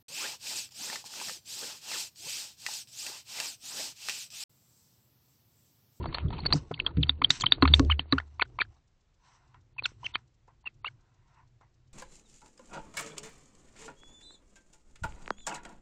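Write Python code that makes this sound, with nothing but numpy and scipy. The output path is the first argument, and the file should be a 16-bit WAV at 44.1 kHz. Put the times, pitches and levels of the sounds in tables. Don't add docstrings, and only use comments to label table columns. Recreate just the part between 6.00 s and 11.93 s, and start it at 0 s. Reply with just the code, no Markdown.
import sys
import numpy as np
from scipy import signal
from scipy.fft import rfft, irfft, next_fast_len
from scipy.io import wavfile
from scipy.ndimage import uniform_filter1d

SR = 44100
rng = np.random.default_rng(int(sys.argv[2]) if len(sys.argv) > 2 else 0)


def volts_from_db(level):
    exponent = np.asarray(level, float) / 20
    return 10 ** exponent


def dump_mix(stems):
    frames = np.atleast_2d(stems).T
    limited = np.clip(frames, -1, 1)
    pcm = np.round(limited * 32767).astype(np.int16)
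    wavfile.write(sys.argv[1], SR, pcm)


N = 261513
TIME = np.arange(N) / SR

# (frequency [Hz], level [dB])
NIGHT = [(12, -24.5), (20, 2), (129, -7.5), (239, -19.5), (1360, -28.5), (7500, -36.5), (9000, -58.5),
         (19800, -120)]
# (from [s], to [s])
WIDE_SPANS = [(.530, .728), (1.297, 1.430), (1.745, 1.880), (2.132, 2.390), (2.449, 2.580), (2.643, 3.735),
              (3.859, 4.121), (4.178, 4.628), (4.690, 4.822), (4.882, 5.93)]
# (time [s], peak [dB])
SEAMS = [(.457, -55), (.520, -55), (1.2424, -53), (1.2482, -47), (1.2511, -47), (1.2975, -38),
         (1.4735, -58), (1.6175, -56), (1.634, -58), (4.181, -64)]
# (low edge [Hz], high edge [Hz])
EDGE_HZ = [3400, 4750]
# (frequency [Hz], level [dB])
HAZE = [(300, -15.5), (900, -1.0), (2000, 0), (4200, -5.5), (6000, -17), (9000, -25.5)]

# (time [s], panel peak [dB], box peak [dB])
KNOCKS = [
    (0.709, -38, -41),
    (1.993, -41.5, -44.5),
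    (1.301, -40.5, -40),
    (1.6258, -12, -28),
    (1.7972, -14, -29.5),
    (2.1265, -17, -31),
    (1.093, -38, -45),
    (1.218, -38, -45),
    (1.437, -40, -45),
    (1.521, -36, -48),
]
# (time [s], panel peak [dB], box peak [dB])
SHOVES = [(0.036, -62, -47), (0.244, -40, -23.5), (0.337, -39, -32.5), (0.428, -36, -31), (0.534, -23, -26),
          (.548, -32, -25), (.728, -53.5, -40.5), (.795, -53, -46.5), (.9, -58, -46.5), (0.968, -24, -23),
          (0.979, -25, -17), (1.019, -41.5, -30.5), (1.067, -42, -46), (1.215, -39.5, -37.5),
          (1.436, -39, -35.5), (1.697, -29, -25), (3.82, -56, -59)]
# (frequency [Hz], level [dB], decay T60 [s])
HOUSING_MODES = [(268.4, 6, 0.09), (294, -5, 0.062), (215, -3, 0.05), (175, -8, .06), (406.2, -13, 0.12),
                 (507, -7.5, 0.046), (700, -17.5, 0.013), (1100, -12, 0.05), (1620, -20, 0.026)]
# (frequency [Hz], level [dB], decay T60 [s])
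PANEL_MODES = [(280, 5, .09), (325, -2, .11), (178, -2, .13), (477, -7, .09)]
# (frequency [Hz], level [dB], decay T60 [s])
BOX_MODES = [(146, 8, 0.09), (118.7, -2, 0.16)]
# (time [s], held [s], level [dB])
SWAY = [(.04, .01, -41.5), (.25, .005, -29), (.4, 0.038, -45), (.58, 0.0077, -49.5), (.98, 0.036, -28.5),
        (1.09, 0.062, -39), (1.47, .005, -52), (1.66, 0.098, -22), (1.86, 0.072, -24),
        (2.16, 0.0099, -34.5), (2.06, .04, -54), (2.26, 0.18, -54.5), (2.7, 0.0048, -56)]
# (time [s], held [s], level [dB])
SETTLE = [
    (2.45, 0.22, -55),
    (3.55, 0.044, -63.5),
    (3.82, 0.0096, -64.5),
    (3.97, 0.2, -56.5),
    (4.5, 0.0081, -70.5),
    (4.66, 0.34, -63),
    (5.23, .7, -67),
]
# (frequency [Hz], level [dB])
ROCKING = [(20, -9), (40, -3.0), (75, -2.5), (125, 5.5), (170, -21.5), (350, -16.5), (600, -42.5)]

# (time [s], weight on the box [dB], feather drag [dB])
RUB = [(0, -31.5, -86.5), (.15, -41.5, -53.5), (.28, -44.5, -71), (.37, -39, -53.5), (.43, -40, -64.5),
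       (0.554, -30, -56.5), (.64, -54, -73), (.81, -52, -67), (.93, -44.5, -75), (1.06, -34, -65.5),
       (1.13, -52, -72.5), (1.219, -42.5, -75), (1.35, -49, -63), (1.57, -41.5, -68), (1.718, -47, -58.5),
       (1.832, -31.5, -66), (2.05, -56.5, -76), (2.8, -75, -81)]
# (frequency [Hz], level [dB])
RUMBLE = [(15, -31.5), (25, -7), (124, -8), (185, -18), (340, -15.5), (700, -36), (910, -60.5),
          (1540, -120)]
# (frequency [Hz], level [dB])
RUSTLE = [(400, -15.5), (800, 7.5), (1200, 2.5), (2000, -10.5), (3000, -14.5)]
# (frequency [Hz], level [dB])
FIZZ = [(1500, -7), (2500, 4.5), (4500, 3), (6500, 3.5), (8000, -6), (9000, -26.5)]
# (time [s], held [s], level [dB], treble [dB])
SWEEPS = [
    (2.099, 0.014, -70, -65),
    (3.25, .11, -67, -71.5),
    (3.419, 0.11, -74, -85.5),
    (4.019, 0.0057, -72, -74.5),
    (4.069, 0.027, -65.5, -66.5),
    (5.0, 0.23, -78.5, -91.5),
    (5.29, 0.046, -72.5, -85),
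    (5.37, 0.036, -66.5, -86),
]
# (time [s], held [s], level [dB], treble [dB])
FLICKS = [(1.307, 0.058, -61.5, -44.5), (1.524, 0.025, -77, -68), (1.678, 0.027, -59, -71),
          (1.745, 0.033, -65, -51), (2.132, 0.058, -54, -81), (3.545, 0.0052, -62, -86),
          (3.865, 0.028, -70, -63), (4.14, 0.0041, -54.5, -65), (4.19, .005, -83.5, -89),
          (4.482, 0.017, -69, -91), (4.9, 0.0036, -72, -77), (5.612, 0.018, -65, -87)]
# (frequency [Hz], level [dB])
HOLLOW = [(500, -17.5), (750, -1.5), (1000, 4.0), (1300, -3.0), (1900, -5.5), (2900, -16.0)]
# (time [s], held [s], level [dB], band centre [Hz])
RASPS = [(.03, 0.0035, -58, 3200), (.088, 0.01, -55.5, 1850), (.19, 0.016, -52.5, 2600),
         (.33, 0.0089, -49, 2980), (0.383, 0.0064, -52, 2200), (0.42, .016, -60.5, 3800),
         (.56, 0.018, -57, 1500), (0.871, 0.013, -60, 4000), (1.475, 0.012, -51, 3250),
         (1.528, 0.018, -44, 3800), (1.63, 0.0049, -38.5, 1184), (1.315, .06, -54, 1700),
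         (1.69, .03, -52.5, 3900), (1.75, 0.0077, -48, 2200), (2.137, 0.024, -63.5, 2400),
         (3.864, 0.063, -72, 2580), (3.865, 0.053, -71, 1300), (4.07, 0.041, -63, 2640),
         (.533, 0.0074, -44.5, 5400), (.557, .012, -51, 5800), (.54, 0.049, -60.5, 4300),
         (1.008, .008, -59.5, 3000), (.972, .006, -56, 2000), (0.743, 0.0033, -43, 5200),
         (0.798, 0.0036, -46, 4800), (1.40, 0.014, -48, 6000), (2, 0.059, -69.5, 1600),
         (.22, 0.042, -58.5, 1240), (.44, 0.0096, -57.5, 2540), (1.927, 0.012, -57, 2680),
         (1.997, 0.013, -52, 3800), (1.999, 0.0075, -54.5, 2000), (1.915, 0.0048, -46, 1700),
         (1.525, .012, -50.5, 1604), (1.748, 0.0061, -50, 6980), (4.481, 0.012, -60, 830),
         (5.612, 0.022, -64, 910), (4.66, 0.01, -52, 2100)]

# (time [s], peak [dB], dull part [dB])
SNAPS = [(.128, -44, -37), (0.184, -44.5, -31.5), (0.4536, -30, -31.5), (0.4592, -22, -22),
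         (0.5256, -16, -27.5), (1.0934, -22.5, -18.5), (1.4102, -26, -50), (1.7384, -21, -32.5),
         (1.7954, -28, -17), (1.849, -46, -50), (1.994, -23, -24.5), (2.1245, -30.5, -22.5),
         (2.423, -16, -19.5), (2.6047, -44, -29.5), (3.8241, -48, -34.5), (3.8574, -27, -37),
         (3.865, -59, -42), (4.0437, -47.5, -41), (4.1556, -25.5, -24), (4.6702, -73, -38)]
# (time [s], peak [dB], dull part [dB])
TICKS = [(0.0403, -57, -41), (0.0566, -46, -30), (0.1453, -30.5, -29), (0.3043, -48, -46), (.385, -51, -43),
         (0.39, -49, -49), (0.5044, -41.5, -40.5), (0.7135, -58.5, -34.5), (0.7929, -43, -40),
         (0.8645, -33.5, -30.5), (0.9697, -47, -43.5), (1.0678, -51, -51), (1.1653, -83, -72),
         (1.3042, -20.5, -35.5), (1.4003, -41.5, -68.5), (1.5206, -26, -35.5), (1.5815, -70, -47.5),
         (1.6242, -24, -14.5), (1.6766, -26, -32.5), (2.0576, -76, -75), (2.6131, -25.5, -35),
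         (3.5432, -75, -57), (4.48, -78, -56.5), (4.866, -41.5, -43.5), (5.6106, -75.5, -60)]
# (time [s], peak [dB], dull part [dB])
STROKES = [(0.0044, -56, -40), (0.0248, -31, -35), (0.09, -57, -38.5), (0.124, -42.5, -33.5),
           (0.1966, -45, -36), (0.209, -50, -44.5), (0.3255, -24.5, -27.5), (0.34, -44.5, -39),
           (0.349, -48, -60), (0.3635, -58, -55), (0.4417, -48.5, -33.5), (0.49, -55, -55),
           (0.5545, -68.5, -26.5), (0.845, -36.5, -33), (0.875, -58, -28.5), (0.904, -53, -42.5)]
# (frequency [Hz], level [dB])
BRIGHT = [(1200, -4.5), (1900, -2.5), (3000, 1), (4500, 3), (7000, -3.0), (9000, -23.0)]
# (frequency [Hz], level [dB])
DULL = [(130, -30.5), (300, 0.5), (600, -6.0), (1200, 6.0), (2000, -12.5), (3000, -29.5)]
# (time [s], peak [dB], width [ms])
PULLS = [
    (.1848, -20, 0.1),
    (.4600, -41.5, 0.53),
    (1.9945, -19, 0.21),
]
# (time [s], peak [dB], width [ms])
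PUSHES = [(.0580, -31, 0.57), (.7125, -25, 0.54), (.7152, -24.5, 0.49), (1.4012, -43, 0.27),
          (1.5825, -36, 0.34), (2.058, -46.5, 0.38), (3.545, -47.5, 0.11), (3.8238, -37.5, 0.44),
          (3.9195, -50, 0.63), (4.1561, -12, 0.12), (4.482, -53.5, 0.34), (4.8690, -36, 0.083),
          (5.612, -51, 0.31)]
# (time [s], peak [dB], width [ms])
CRACKS = [
    (1.3045, -10.5, 0.11),
    (1.5215, -8.5, 0.12),
    (1.6245, -11.5, 0.13),
    (1.6772, -18.5, 0.15),
    (1.7384, -9, 0.11),
    (1.7957, -12.5, .06),
    (2.1252, -17, 0.12),
    (2.2008, -27, 0.19),
]

# (centre time [s], length [ms], middle pitch [Hz], peak [dB])
CROAKS = [
    (1.2201, 8, 1096, -19),
    (1.4397, 7.8, 1100, -18),
    (1.655, 8.4, 1117, -15),
    (1.9009, 8, 1131, -19),
    (2.1839, 8.2, 1416, -19),
    (2.3977, 6.1, 1080, -23),
    (2.5899, 6.15, 1075, -22),
    (4.8475, 6.9, 1136, -26),
]
# (centre time [s], length [ms], middle pitch [Hz], peak [dB])
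LIFTS = [(.437, 3.7, 2220, -42), (.528, 6.5, 4180, -15), (1.247, 6.3, 3256, -7.5), (1.3064, 3.5, 3774, -6),
         (1.4666, 5.2, 3100, -11.5), (1.5233, 3.8, 3700, -2.2), (1.9036, 7.9, 2540, -27),
         (1.908, 6.7, 2970, -28.5), (1.9956, 3.6, 2980, -16), (2.202, 3.2, 1782, -28.5),
         (4.047, 12.7, 3010, -36), (4.861, 16, 2750, -31.5)]
# (centre time [s], length [ms], middle pitch [Hz], peak
# [dB])
HOLDS = [(.077, 20, 4460, -52), (.405, 7.2, 4300, -38), (.4645, 11, 4440, -19), (.5338, 9.2, 4740, -16.5),
         (.7786, 5.9, 2120, -44), (.8663, 6.3, 3310, -16.5), (1.0957, 3.8, 3640, -6),
         (1.9135, 11, 3080, -19), (1.9205, 8.1, 2930, -14), (2.4196, 4, 2033, -16.5),
         (2.4228, 9.7, 1492, -17.5), (2.61, 10, 2380, -20), (3.786, 9.4, 2615, -32),
         (3.7945, 9.2, 2466, -24), (3.8486, 14, 3570, -31.5), (3.858, 6, 4230, -25), (4.054, 12, 6300, -55),
         (3.863, 5, 5500, -39.5), (3.863, 5, 7200, -41), (2.4047, 6, 2350, -42.5), (4.056, 16, 3110, -34),
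         (4.151, 9.2, 3132, -28), (4.664, 16.3, 2770, -35.5), (4.675, 8.9, 2654, -28.5),
         (4.8709, 20, 2906, -32.5)]
# (centre time [s], length [ms], middle pitch [Hz], peak [dB])
DROOPS = [(.1474, 14, 4330, -32.5), (.2852, 5, 3370, -47), (1.41, 9.4, 4440, -28.5), (1.416, 9, 3800, -38),
          (1.4222, 8, 3275, -25.5), (1.4175, 13, 7130, -31.5), (4.065, 6.2, 5640, -44.5),
          (.492, 20, 3900, -53), (1.6253, 4, 4100, -15), (1.745, 9, 3826, -21.5), (2.1258, 4, 4000, -10),
          (2.4142, 9.5, 2410, -21.5), (2.6036, 9.6, 2420, -25.5), (3.8417, 13.8, 4083, -32.5),
          (3.858, 7.35, 1484, -24.5), (4.0645, 8, 2803, -26), (4.143, 8.3, 3540, -38),
          (4.158, 8, 2463, -24), (4.879, 10.7, 2257, -35), (4.886, 7.3, 1600, -42)]
# (centre time [s], length [ms], middle pitch [Hz], peak [dB])
DIVES = [
    (.742, 7.5, 3300, -31.5),
    (.801, 5.7, 2860, -17.5),
    (1.0325, 9.9, 3555, -17.5),
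    (1.2415, 10.7, 3880, -28),
    (1.4616, 7.1, 4020, -23),
    (1.9245, 4.5, 2265, -23.5),
    (2.6181, 4.8, 1752, -13.5),
    (3.8567, 10.2, 3090, -20.5),
    (4.067, 3.8, 2520, -27.5),
]
# (centre time [s], length [ms], middle pitch [Hz], peak [dB])
MEWS = [(.011, 21, 977, -41.5), (.0445, 5.7, 995, -31), (.0585, 5.7, 854, -30), (.130, 7, 1100, -39),
        (.148, 8, 1100, -42), (.175, 9.7, 915, -35), (.307, 5.7, 840, -36), (.332, 12, 924, -37.5),
        (.392, 10, 896, -36.5), (.527, 5.1, 1140, -22), (.541, 5.8, 750, -27.5), (.729, 16, 1480, -56.5),
        (.894, 8.4, 1296, -48), (.91, 14, 880, -49.5), (1.45, 7.7, 1223, -39), (2.130, 12.6, 1138, -22),
        (2.130, 7.2, 1694, -25.5), (2.1875, 7.1, 1460, -32), (2.422, 8.6, 392, -33),
        (3.768, 8.6, 945, -54.5), (3.788, 9, 1001, -44), (4.0344, 8.8, 987, -39.5),
        (4.644, 5.7, 950, -53.5), (4.661, 5, 960, -45), (4.671, 8, 910, -48.5)]
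# (centre time [s], length [ms], middle pitch [Hz], peak [dB])
YAPS = [
    (1.7407, 5.2, 3600, -3.4),
]
# (notes, end over start pitch [ratio], how soon the glide levels off [exponent],
# overtones [dB], place of the peak [exponent, small = early])
KINDS = [
    (CROAKS, 1.9, 2, 0, 1.3),
    (LIFTS, 1.12, 1, 0, 1),
    (HOLDS, .98, 1, 0, 1),
    (DROOPS, .83, 1, 0, 1),
    (DIVES, .55, 1, 0, 1.4),
    (MEWS, 1.25, 2, -14, 1),
    (YAPS, 1.12, 1, 0, .58),
]
# (pitch [Hz], step between overtones [dB])
OVERTONES = [(1100, -8.5), (2400, -22.5), (3300, -36.5)]
# (frequency [Hz], level [dB])
BREATH = [(500, -8.0), (1200, -3.5), (2500, 0), (4500, -7.0), (9000, -30.5)]
# (low edge [Hz], high edge [Hz])
ECHO_HZ = [1300, 1750]


def colour(x, shape):
    hz, db = np.transpose(shape)
    size = next_fast_len(len(x))
    bins = np.maximum(np.fft.rfftfreq(size, 1 / SR), 1)
    gain = volts_from_db(np.interp(np.log(bins), np.log(hz), db, left=-90, right=-90))
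    y = irfft(rfft(x, size) * gain, size)[:len(x)]
    return y / np.sqrt(np.mean(y ** 2))


def band_filter(x, order, hz, kind="bandpass"):
    return signal.sosfilt(signal.butter(order, hz, kind, fs=SR, output="sos"), x)


def walk(rate):
    k = int(SR / rate)
    held = np.repeat(rng.standard_normal(N // k + 1), k)[:N]
    return 0.79 * uniform_filter1d(held, k)


def mottled(x, shape, patchy_db, rate):
    out = 0
    for hz in 500 * 2 ** np.arange(0, 4.5, .5):
        band = band_filter(x, 2, [hz / 2 ** .25, hz * 2 ** .25])
        out = out + volts_from_db(patchy_db * walk(rate)) * band
    return colour(out, shape)


def add(out, s, sound):
    i = int(s * SR)
    out[i:i + len(sound)] += sound[:N - i]


def swells(rows, rise_db_s, fall_db_s):
    gain = 0
    for s, held, db in rows:
        rise_db = rise_db_s * np.maximum(s - TIME, 0)
        fall_db = fall_db_s * np.maximum(TIME - s - held, 0)
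        gain = gain + volts_from_db(db - rise_db - fall_db)
    return gain


def ring(modes):
    t = TIME[:SR // 2]
    return sum(volts_from_db(db - 60 * t / t60) * np.sin(2 * np.pi * hz * t) for hz, db, t60 in modes)


def pulse(u, rebound=1):
    return (1 - rebound * u ** 2) * np.exp(-u ** 2 / 2)


def night(level_db=-69.5, tick_db=7, first_s=.34, period_s=.1333):
    since = (TIME - first_s) % 1 % period_s
    ticks = np.exp(-((since - .006) / 0.0073) ** 2)
    noise = colour(rng.standard_normal(N), NIGHT)
    treble = band_filter(noise, 2, 3500, "highpass")
    return volts_from_db(level_db) * (noise + volts_from_db(tick_db) * ticks * treble)


def seams(width_ms=.04):
    u = (np.arange(64) - 32) / SR * 1000 / width_ms
    out = np.zeros(N)
    for s, db in SEAMS:
        add(out, s - 32 / SR, volts_from_db(db) * pulse(u))
    return out


def treble_haze(x, before_s=.012, after_s=.040, fall_db=-15, spread_db=-33.5, edge_db=-24):
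    power = band_filter(x, 4, 700, "highpass") ** 2
    top_power = band_filter(x, 3, EDGE_HZ) ** 2
    before, after = int(before_s * SR), int(after_s * SR)
    lead = volts_from_db(-14.5) * np.hanning(2 * before)[:before]
    hold = np.concatenate([lead, volts_from_db(np.linspace(0, 2 * fall_db, after))])
    held = np.sqrt(np.abs(signal.fftconvolve(power, hold / hold.sum())[before:before + N]))
    framed = np.sqrt(np.abs(uniform_filter1d(top_power, 2 * before)))
    spread = colour(rng.standard_normal(N), HAZE)
    edge = np.sqrt(2) * np.sin(2 * np.pi * np.cumsum(4540 + 90 * walk(300)) / SR)
    return volts_from_db(spread_db) * held * spread + volts_from_db(edge_db) * framed * edge


def knocks(knock_rise_s=0.0019, shove_rise_s=0.0071, sway_hz=74):
    out = np.zeros(N)
    for blows, rise_s, modes in ((KNOCKS, knock_rise_s, HOUSING_MODES), (SHOVES, shove_rise_s, PANEL_MODES)):
        swell = (1 - np.exp(-TIME[:SR // 2] / rise_s)) ** 2
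        for s, panel_db, box_db in blows:
            panel = volts_from_db(panel_db - 0.5) * ring(modes)
            box = volts_from_db(box_db + 4.5) * ring(BOX_MODES)
            add(out, s, swell * (panel + box))
    phase = 2 * np.pi * np.cumsum(sway_hz * (1 + .045 * walk(30))) / SR
    sway = np.sqrt(2) * np.sin(phase)
    return out + swells(SWAY, rise_db_s=348, fall_db_s=238) * sway


def rubbing(grains_per_s=2600, scatter_db=2.2, fizz_level_db=-66.5, fizz_slope=1.3, drag_mid_db=-64):
    s, weight_db, drag_db = np.transpose(RUB)
    rumble_db = np.interp(TIME, s, weight_db, right=-120)
    rustle_db = np.interp(TIME, s, drag_db, right=-120)
    fizz_db = fizz_level_db + fizz_slope * (rustle_db - drag_mid_db)
    chance, size = rng.random(N), rng.exponential(size=N)
    noise = rng.standard_normal((3, N))
    slips = (chance < grains_per_s / SR) * volts_from_db(scatter_db * size) * noise[0]
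    grains = slips + 0.16 * noise[1]
    rustle = volts_from_db(rustle_db + 3) * mottled(grains, RUSTLE, 2.5, 90)
    fizz = volts_from_db(fizz_db + 4) * mottled(grains, FIZZ, 2.0, 110)
    catch = volts_from_db(2.2 * walk(60))
    rumble = volts_from_db(rumble_db - 2.5 + 8.9 * walk(18)) * colour(noise[2], RUMBLE)
    return catch * (rustle + fizz) + rumble


def sweep_gain(column):
    columns = [0, 1, column]
    slow = swells(np.array(SWEEPS)[:, columns], rise_db_s=351.5, fall_db_s=283)
    sudden = swells(np.array(FLICKS)[:, columns], rise_db_s=4000, fall_db_s=350)
    return slow + sudden


def sweeps():
    hollow = mottled(rng.standard_normal(N), HOLLOW, 1.2, 25)
    hiss = mottled(rng.standard_normal(N), FIZZ, 1.0, 40)
    rocking = colour(rng.standard_normal(N), ROCKING)
    settling = swells(SETTLE, rise_db_s=62.5, fall_db_s=113) * rocking
    return sweep_gain(2) * hollow + sweep_gain(3) * hiss + settling


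def rasps(scatter_db=3, width=0.22):
    grains = rng.standard_normal(N) * volts_from_db(scatter_db * walk(500))
    out = np.zeros(N)
    near, far = 1 + width, 1 + 3 * width
    for s, held, db, hz in RASPS:
        i, j = int(max(s - .02, 0) * SR), int((s + held + .1) * SR)
        shape = [(hz / far, -20), (hz / near, -3), (hz, 0), (hz * near, -3), (hz * far, -20)]
        gain = swells([(s, held, db)], rise_db_s=3000, fall_db_s=902.5)[i:j]
        add(out, i / SR, colour(grains[i:j], shape) * gain)
    return out


def pops(rebound=0.86):
    t = (np.arange(512) - 256) / SR
    out = np.zeros(N)
    for rows, way, back in ((PULLS, -1, rebound), (PUSHES, 1, rebound), (CRACKS, -1, 1)):
        for s, db, ms in rows:
            add(out, s + t[0], way * volts_from_db(db) * pulse(t * 1000 / ms, back))
    return out


def snaps(snap_t60_s=0.0041, tick_t60_s=0.018, stroke_t60_s=0.052):
    out = np.zeros(N)
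    t = TIME[:2048]
    hits = [(*row, snap_t60_s, 0.0004) for row in SNAPS]
    hits += [(*row, tick_t60_s, 0.0004) for row in TICKS]
    hits += [(s, db - 22.5, dull_db - 16.0, stroke_t60_s, 0.003) for s, db, dull_db in STROKES]
    for s, db, dull_db, t60, rise_s in hits:
        noise = rng.standard_normal((2, len(t)))
        bright = volts_from_db(db + 3.0) * colour(noise[0], BRIGHT)
        dull = volts_from_db(dull_db + 0.5) * colour(noise[1], DULL)
        rise = np.minimum(t / rise_s, 1)
        add(out, s, (bright + dull) * rise * volts_from_db(-30 * t / t60))
    return out


def call(ms, hz, glide, bend, pure_db, early, round_ms=9.7, even_ms=9):
    start_hz = hz / (1 + (glide - 1) * (1 - .5 ** bend))
    end_hz = glide * start_hz
    overtone_db = pure_db + np.interp(hz, *np.transpose(OVERTONES))
    t = np.linspace(0, 1, int(ms * SR / 1000))
    phase = 2 * np.pi * np.cumsum(start_hz + (end_hz - start_hz) * (1 - (1 - t) ** bend)) / SR
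    lateness = early * np.clip(ms / even_ms, .95, 1.4)
    roundness = np.clip(round_ms / ms, .7, 2) * min(early, 1) ** 2
    swell = np.abs(np.sin(np.pi * t ** lateness)) ** roundness
    return swell * sum(volts_from_db(overtone_db * k) * np.cos((k + 1) * phase) for k in range(4))


def chitter(rough=0.1, breath_db=-22):
    out = np.zeros(N)
    flutter = walk(900)
    for notes, *kind in KINDS:
        for s, ms, hz, db in notes:
            add(out, s - ms / 2000, volts_from_db(db) * call(ms, hz, *kind))
    swell = uniform_filter1d(np.abs(out), size=64)
    breath = colour(rng.standard_normal(N), BREATH)
    return out * (1 + rough * flutter) + volts_from_db(breath_db) * 2 * swell * breath


def scene(walls_t60_s=0.022, walls_db=-14.5, echo_s=.032, echo_db=-32.5):
    near = chitter() + snaps() + pops()
    t = TIME[:SR // 4]
    walls = rng.standard_normal(len(t)) * volts_from_db(-60 * t / walls_t60_s) * np.minimum(t / 0.0019, 1)
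    tail = signal.fftconvolve(near, walls / np.sqrt(np.sum(walls ** 2)))[:N]
    echo = band_filter(np.roll(near, int(echo_s * SR)), 2, ECHO_HZ)
    box = near + volts_from_db(walls_db) * tail + volts_from_db(echo_db) * echo
    return (box + knocks() + rubbing() + sweeps() + night() + rasps())[None]


def band_limit(x):
    return signal.sosfilt(signal.butter(12, 16460, fs=SR, output="sos"), x)


def record(dry, narrow_hz=4620, wide_hz=8600, full_scale=.715):
    def lowpass(x, taps, hz, window="hamming"):
        return signal.fftconvolve(x, signal.firwin(taps, hz, window=window, fs=SR), "same")

    hazy = dry[0] + treble_haze(dry[0])
    narrow = lowpass(hazy, 1061, narrow_hz, ("kaiser", 6.5))
    wide = lowpass(hazy, 1061, wide_hz, ("kaiser", 6.5))
    on = sum(1. * (TIME > a) * (TIME < b) for a, b in WIDE_SPANS)
    link = narrow + uniform_filter1d(on, size=128) * (wide - narrow) + seams()
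    flattened = lowpass(np.clip(link, -full_scale, full_scale), 257, 16200)
    return band_limit(flattened[None])


dry = scene()
out = record(dry)
dump_mix(out)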